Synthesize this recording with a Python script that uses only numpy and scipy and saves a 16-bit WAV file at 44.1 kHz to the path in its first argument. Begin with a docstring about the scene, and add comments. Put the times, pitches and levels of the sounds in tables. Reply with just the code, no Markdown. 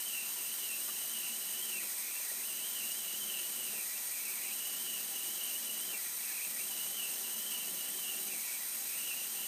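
"""A mist nozzle's air jet hisses: noise with peaks in its spectrum, with flutter and short metallic echoes.
The jet whistles on the edge of a part being milled: narrow noise bands that surge about twice a second
and drop in pitch between passes. The cut adds a rumble and a ringing vice: noise that grows in each pass.
The spindle drive sings in close sine lines at its switching rate and twice that; chips and cutter knock
in short filtered noise bursts."""
import sys
import numpy as np
from scipy import signal
from scipy.fft import rfft, irfft, next_fast_len
from scipy.io import wavfile

SR = 44100
rng = np.random.default_rng(int(sys.argv[2]) if len(sys.argv) > 2 else 0)


def generate_wav(signal):
    """Clip the signal to [-1, 1] and save it as 16-bit WAV at the path in sys.argv[1]."""
    frames = np.transpose(np.atleast_2d(signal))
    scaled = np.clip(frames, -1, 1) * 32767
    pcm = np.round(scaled).astype(np.int16)
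    wavfile.write(sys.argv[1], SR, pcm)


N = 417627
T, HZ = np.arange(N) / SR, np.fft.rfftfreq(N, 1 / SR)

# passes of the cutter along the part: (start t/s, time for the jet to come onto the edge/s, end t/s,
# time to leave it/s, deeper pitch sag of the first surges/Hz, load level/dB)
CUTTER_PASSES = [(-.2, .15, 1.86, .14, 340, -2), (2.39, .08, 3.84, .2, 80, 0),
                 (4.37, .19, 5.99, .11, 60, 0), (6.57, .11, 8.37, .12, 60, 1.5),
                 (8.86, .34, 10.5, .15, 60, 0)]


def amp(db):
    """Decibels to gain."""
    return 10 ** (np.asarray(db) / 20)


def unit(x):
    """Scales to an rms of one."""
    return x / np.sqrt(np.mean(x ** 2) + 1e-20)


def slope(points):
    """A spectrum in dB: straight lines on a log-frequency axis."""
    hz, db = np.transpose(points)
    return np.interp(np.log(HZ + 1), np.log(hz), db)


def bumps(peaks):
    """The lift in dB that spectral peaks give to each frequency."""
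    return sum(db / (1 + (2 * (HZ - hz) / width) ** 2) for hz, width, db in peaks)


def colour(x, db):
    """Filters a sound by a spectrum in dB."""
    size = next_fast_len(N)
    gain = amp(np.interp(np.fft.rfftfreq(size, 1 / SR), HZ, db))
    return irfft(rfft(x, size) * gain, size)[:N]


def wander(rate_hz):
    """Random movement of rms one, rolled off above the given rate."""
    lowpass = -10 * np.log10(1 + (HZ / rate_hz) ** 4)
    return unit(colour(rng.standard_normal(N), lowpass))


def fuzzy_tone(hz, width_hz):
    """Turbulence gathered in a narrow band around a pitch that may move; rms one."""
    band = -10 * np.log10(1 + (2 * HZ / width_hz) ** 6)
    turn = 2 * np.pi * np.cumsum(hz * np.ones(N)) / SR
    # two independent slow noises on cosine and sine move the band up to the pitch
    in_phase = colour(rng.standard_normal(N), band) * np.cos(turn)
    quadrature = colour(rng.standard_normal(N), band) * np.sin(turn)
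    return unit(in_phase + quadrature)


def ramp(start, length):
    """Rises from zero to one over the given time."""
    return np.clip((T - start) / length, 0, 1)


def jet(flutter_db=0.66, flutter_hz=60, sputter_db=0.76, sputter_hz=50, guard=0, hiss_db=-39):
    """Turbulent air hisses as peaked noise; coolant in the air stream makes it flutter."""
    # spectrum of air and mist leaving the nozzle: (f/Hz, relative level per Hz/dB)
    air_spectrum = [(100, -60), (400, -23), (1100, -15.5), (1550, -15), (1800, -12), (2150, -12.5),
                    (4400, -11), (5400, -9.5), (6300, -5), (7350, -10), (8300, -4), (9100, -2.5),
                    (9900, -13), (10500, -10.5), (11000, -5), (11800, -8.5), (12600, -2), (14200, -5.5),
                    (15300, -9.5)]
    # peaks in the hiss's spectrum: (f/Hz, width/Hz, lift/dB)
    hiss_peaks = [(4860, 78, 3.5), (6764, 92, 5.5), (8520, 190, 1), (8710, 385, 7.5), (11950, 150, 9.5),
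                  (12640, 70, 4.5), (12820, 33, 4), (14600, 220, 7.5)]
    hiss = unit(colour(rng.standard_normal(N), slope(air_spectrum) + bumps(hiss_peaks) + guard))
    # droplets disturb the band around 8700 Hz more than the rest of the jet
    sputter_band = colour(hiss, -10 * np.log10(1 + ((HZ - 8700) / 650) ** 4))
    sputter = amp(sputter_db * wander(sputter_hz)) - 1
    hiss = hiss + sputter_band * sputter
    return amp(hiss_db + flutter_db * wander(flutter_hz)) * hiss


def walls(x, echo_db=-8.5, count=40):
    """Near metal surfaces return many short echoes, which comb the treble."""
    delay_s = rng.uniform(.001, .022, count)
    sign = rng.choice([-1, 1], count)
    taps = np.zeros(SR // 40)
    taps[(delay_s * SR).astype(int)] = sign / np.sqrt(delay_s)
    echoes = signal.oaconvolve(x, taps / np.linalg.norm(taps))[:N]
    treble = -10 * np.log10(1 + (4500 / (HZ + 1)) ** 4)
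    return x + amp(echo_db) * colour(echoes, treble)


def surge(points, cycle_s=.5285):
    """Pitch and level of the whistle as one surge repeats in a steady cycle."""
    s, pitch, db = np.transpose(points)
    return np.array([np.interp(T, s, v, period=cycle_s) for v in (pitch, db)])


def whistle_course(unsteady_hz=35, unsteady_db=0.72, unsteady_rate_hz=12, settle_s=.65, graze_db=2.5):
    """Pitch, level and grazing of the corner: each pass puts the jet on the edge and lifts the whistle."""
    # one surge with the jet full on the edge, swelling strongly then weakly, before variation and trim:
    # (t into the cycle/s, f/Hz, level/dB)
    on_edge_surge = [(.045, 3114, -55), (.12, 2972, -49.5), (.185, 2852, -47.5), (.265, 2860, -52),
                     (.325, 3099, -58.5), (.39, 2926, -52), (.5, 2947, -52.5)]
    # the same surge with the jet beside the edge, lower and weaker: (t into the cycle/s, f/Hz, level/dB)
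    off_edge_surge = [(.01, 2447, -51.5), (.11, 2483, -53.5), (.185, 2090, -60), (.275, 2397, -55.5),
                      (.34, 2270, -63.5), (.44, 2329, -53.5)]
    on_edge, deeper_hz = np.zeros(N), np.zeros(N)
    for start, rise, end, fall, sag_hz, _ in CUTTER_PASSES:
        here = ramp(start, rise) * (1 - ramp(end - fall, fall))
        on_edge += here
        # the extra sag settles after each entry
        deeper_hz += here * sag_hz * np.exp(-abs(T - start) / settle_s)
    on_pitch, on_db = surge(on_edge_surge)
    off_pitch, off_db = surge(off_edge_surge)
    pitch = on_edge * on_pitch + (1 - on_edge) * off_pitch
    db = 20 * np.log10(on_edge * amp(on_db) + (1 - on_edge) * amp(off_db))
    sagging = (on_pitch.max() - on_pitch) / np.ptp(on_pitch)
    # grazing peaks when the jet is halfway onto the edge, and makes the whistle louder
    graze = np.sin(np.pi * on_edge)
    # no two surges are quite alike
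    pitch = pitch - deeper_hz * sagging + unsteady_hz * wander(unsteady_rate_hz)
    db = db + graze_db * graze + unsteady_db * wander(unsteady_rate_hz)
    return pitch, db, graze


def edge_tone(guard, level_db=-2.5, locked_hz=2900, loose_hz=2200, loud_spread=0.031,
              flicker_db=0.25, flicker_hz=22, low_hz=1945, low_db=-58):
    """The jet whistles on the edge: purest high and soft, breathy when loud, loose when low or grazing."""
    narrow_hz, broad_hz = 75, 480
    stray_hz, stray_rate_hz, least_stray = 240, 16, .16
    pitch, db, graze = whistle_course()
    loose = np.clip((locked_hz - pitch) / (locked_hz - loose_hz) + .5 * graze, least_stray, 1)
    airy = np.clip(loud_spread * (db - db.min()), .1, .4)
    # two eddies stray from the mean pitch, each in its own way, inside a band of rushing air
    strands = unit(sum(fuzzy_tone(pitch + stray_hz * loose * wander(stray_rate_hz), narrow_hz)
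                       for _ in range(2)))
    tone = np.sqrt(1 - airy) * strands + np.sqrt(airy) * fuzzy_tone(pitch, broad_hz)
    level = amp(db + level_db + flicker_db * wander(flicker_hz))
    whistle = colour(level * tone, guard)
    # at the bottom of its range the whistle catches on a low standing wave
    caught = np.exp(-((pitch - low_hz) / 420) ** 2)
    return whistle + amp(low_db) * caught * fuzzy_tone(low_hz, 76)


def load_level(idle_db, entry_db, growth_db_per_s, bite_lead_s=.16, release_lag_s=0.033, bite_ramp_s=0.08):
    """A level that steps up when the flutes bite, grows through the pass and drops when they let go."""
    db = np.full(N, float(idle_db))
    for start, _, end, _, _, load_db in CUTTER_PASSES:
        # the flutes bite a little before a pass starts and let go just after it ends
        bite = ramp(start - bite_lead_s, bite_ramp_s)
        release = ramp(end + release_lag_s - bite_ramp_s, bite_ramp_s)
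        loaded_db = entry_db + load_db + growth_db_per_s * (T - start)
        db += bite * (1 - release) * (loaded_db - idle_db)
    return db


def cutting(guard, rough_db=1.56, rough_hz=60, guard_ring=0.7):
    """The flutes tear at the metal with a broad rumble; table and vice ring as the cut grows heavy."""
    # spectrum of the rumble: (f/Hz, relative level per Hz/dB)
    rumble_spectrum = [(25, -40), (55, -35), (90, -19.5), (125, -10), (160, 1), (200, 1.5), (300, 3),
                       (420, 1), (650, 1.5), (1000, -10.5), (2000, -14.5), (5000, -36)]
    # modes of table and vice: (f/Hz, width/Hz, relative level/dB)
    vice_modes = [(160, 10.7, -16), (184, 19, -7), (223.4, 19, 2), (238, 46, -9), (290.5, 20, -11.5),
                  (340.3, 8.8, -7.5), (374.2, 22.6, 1), (563, 26, -8), (684, 20, -8)]
    force = rng.standard_normal(N) * amp(rough_db * wander(rough_hz))
    rumble = unit(colour(force, slope(rumble_spectrum) + guard_ring * guard))
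    body = unit(sum(amp(db) * fuzzy_tone(hz, width) for hz, width, db in vice_modes))
    tear_db = load_level(idle_db=-64.5, entry_db=-62.5, growth_db_per_s=1.4)
    ring_db = load_level(idle_db=-71.5, entry_db=-66.5, growth_db_per_s=2.5)
    return amp(tear_db) * rumble + amp(ring_db) * body


def spindle(waver_db=2.5, drift_hz=0.54, carrier_hz=3999, step_hz=11.85):
    """The drive's switching makes the motor sing in close lines that beat into an uneven trill."""
    # sidebands of the drive: (multiple of the switching rate, steps away from it)
    sideband_places = [(1, -9), (1, -5), (1, -3), (1, -1), (1, 1), (1, 3), (1, 5), (1, 9), (2, -2), (2, 0)]
    # their levels before wavering, in the same order: (level/dB)
    sideband_levels = [-74, -70, -65, -65.5, -70.5, -68.5, -74, -79, -65, -62]
    # motor hum before wavering: (f/Hz, level/dB)
    hum_lines = [(777, -83)]
    drift = drift_hz * np.cumsum(wander(1.85)) / SR  # turns
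    waver = amp(waver_db * wander(5.3))
    # the motor's frame delays the outer sidebands, which smears the beats
    smear = .027  # turns per step squared
    lines = [(k * carrier_hz + step * step_hz, db, smear * step ** 2)
             for (k, step), db in zip(sideband_places, sideband_levels)]
    lines += [(hz, db, 0) for hz, db in hum_lines]
    song = np.zeros(N)
    for hz, db, lag in lines:
        # each line wavers in its own time
        own_waver = np.roll(waver, rng.integers(N))
        song += amp(db) * own_waver * np.sin(2 * np.pi * (hz * T + drift + lag))
    return np.sqrt(2) * song


def knocks(rise_s=0.00042, low_cut_hz=220):
    """Chips and cutter knock: each a short noise burst that rings around one pitch and dies."""
    # chips striking the guard and knocks of the cutter:
    # (t/s, level at the strike/dB, f/Hz, width/Hz, 60 dB decay time/s)
    strikes = [(0.271, -58, 980, 90, 0.94), (0.8828, -49, 1135, 217.4, .13), (1.8319, -49, 516, 348, 0.09),
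               (2.1942, -54, 631, 160, 0.085), (2.3137, -52, 557, 396, 0.14), (3.247, -62, 791, 155, .1),
               (3.73, -53, 378, 348.6, 0.22), (5.925, -49.5, 470, 403, .17),
               (7.9865, -51, 1153, 150.6, 0.11), (8.1275, -55, 383, 199, 0.077),
               (8.3336, -52, 480, 451, 0.11)]
    out = np.zeros(N)
    age = np.arange(SR // 2) / SR
    for s, db, hz, width, t60 in strikes:
        b, a = signal.iirpeak(hz, hz / width, SR)
        ring = unit(signal.lfilter(b, a, rng.standard_normal(len(age))))
        envelope = amp(db - 60 * age / t60) * (1 - np.exp(-age / rise_s))
        out[round(s * SR):][:len(age)] += envelope * ring
    return colour(out, -10 * np.log10(1 + (low_cut_hz / (HZ + 1)) ** 8))


def scene(jet_ring=0.72, beam_hz=2200):
    """The guard colours jet, whistle and cut; the jet beams its treble straight at the one microphone."""
    # standing waves inside the machine's guard: (f/Hz, width/Hz, lift/dB)
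    guard_modes = [(786.7, 22, 14), (986, 20, 12), (1056, 12, 2), (1385, 29, 12), (1740, 46, 5),
                   (1910, 51, 11), (2266, 37, 9.5), (2380, 29, 9), (2496, 31, 9.5), (2650, 27, 7),
                   (2717, 26.5, 12.5), (2750, 8.6, 2), (2933, 86, 8), (2970, 36, -1), (3093, 32, 9.5),
                   (3195, 56, 9.5)]
    guard = bumps(guard_modes)
    # the beamed treble takes less colour from the guard
    jet_guard = jet_ring * guard / (1 + (HZ / beam_hz) ** 4)
    hiss = walls(jet(guard=jet_guard))
    mono = hiss + edge_tone(guard) + cutting(guard) + spindle() + knocks()
    return np.array([mono, mono])


def record(dry):
    """The recorder's band limit: a steep low-pass."""
    lowpass = signal.firwin(1023, 15290, window=("kaiser", 8), fs=SR)  # cutoff in Hz
    return signal.oaconvolve(dry, lowpass[None], "same")


dry = scene()
out = record(dry)
generate_wav(out)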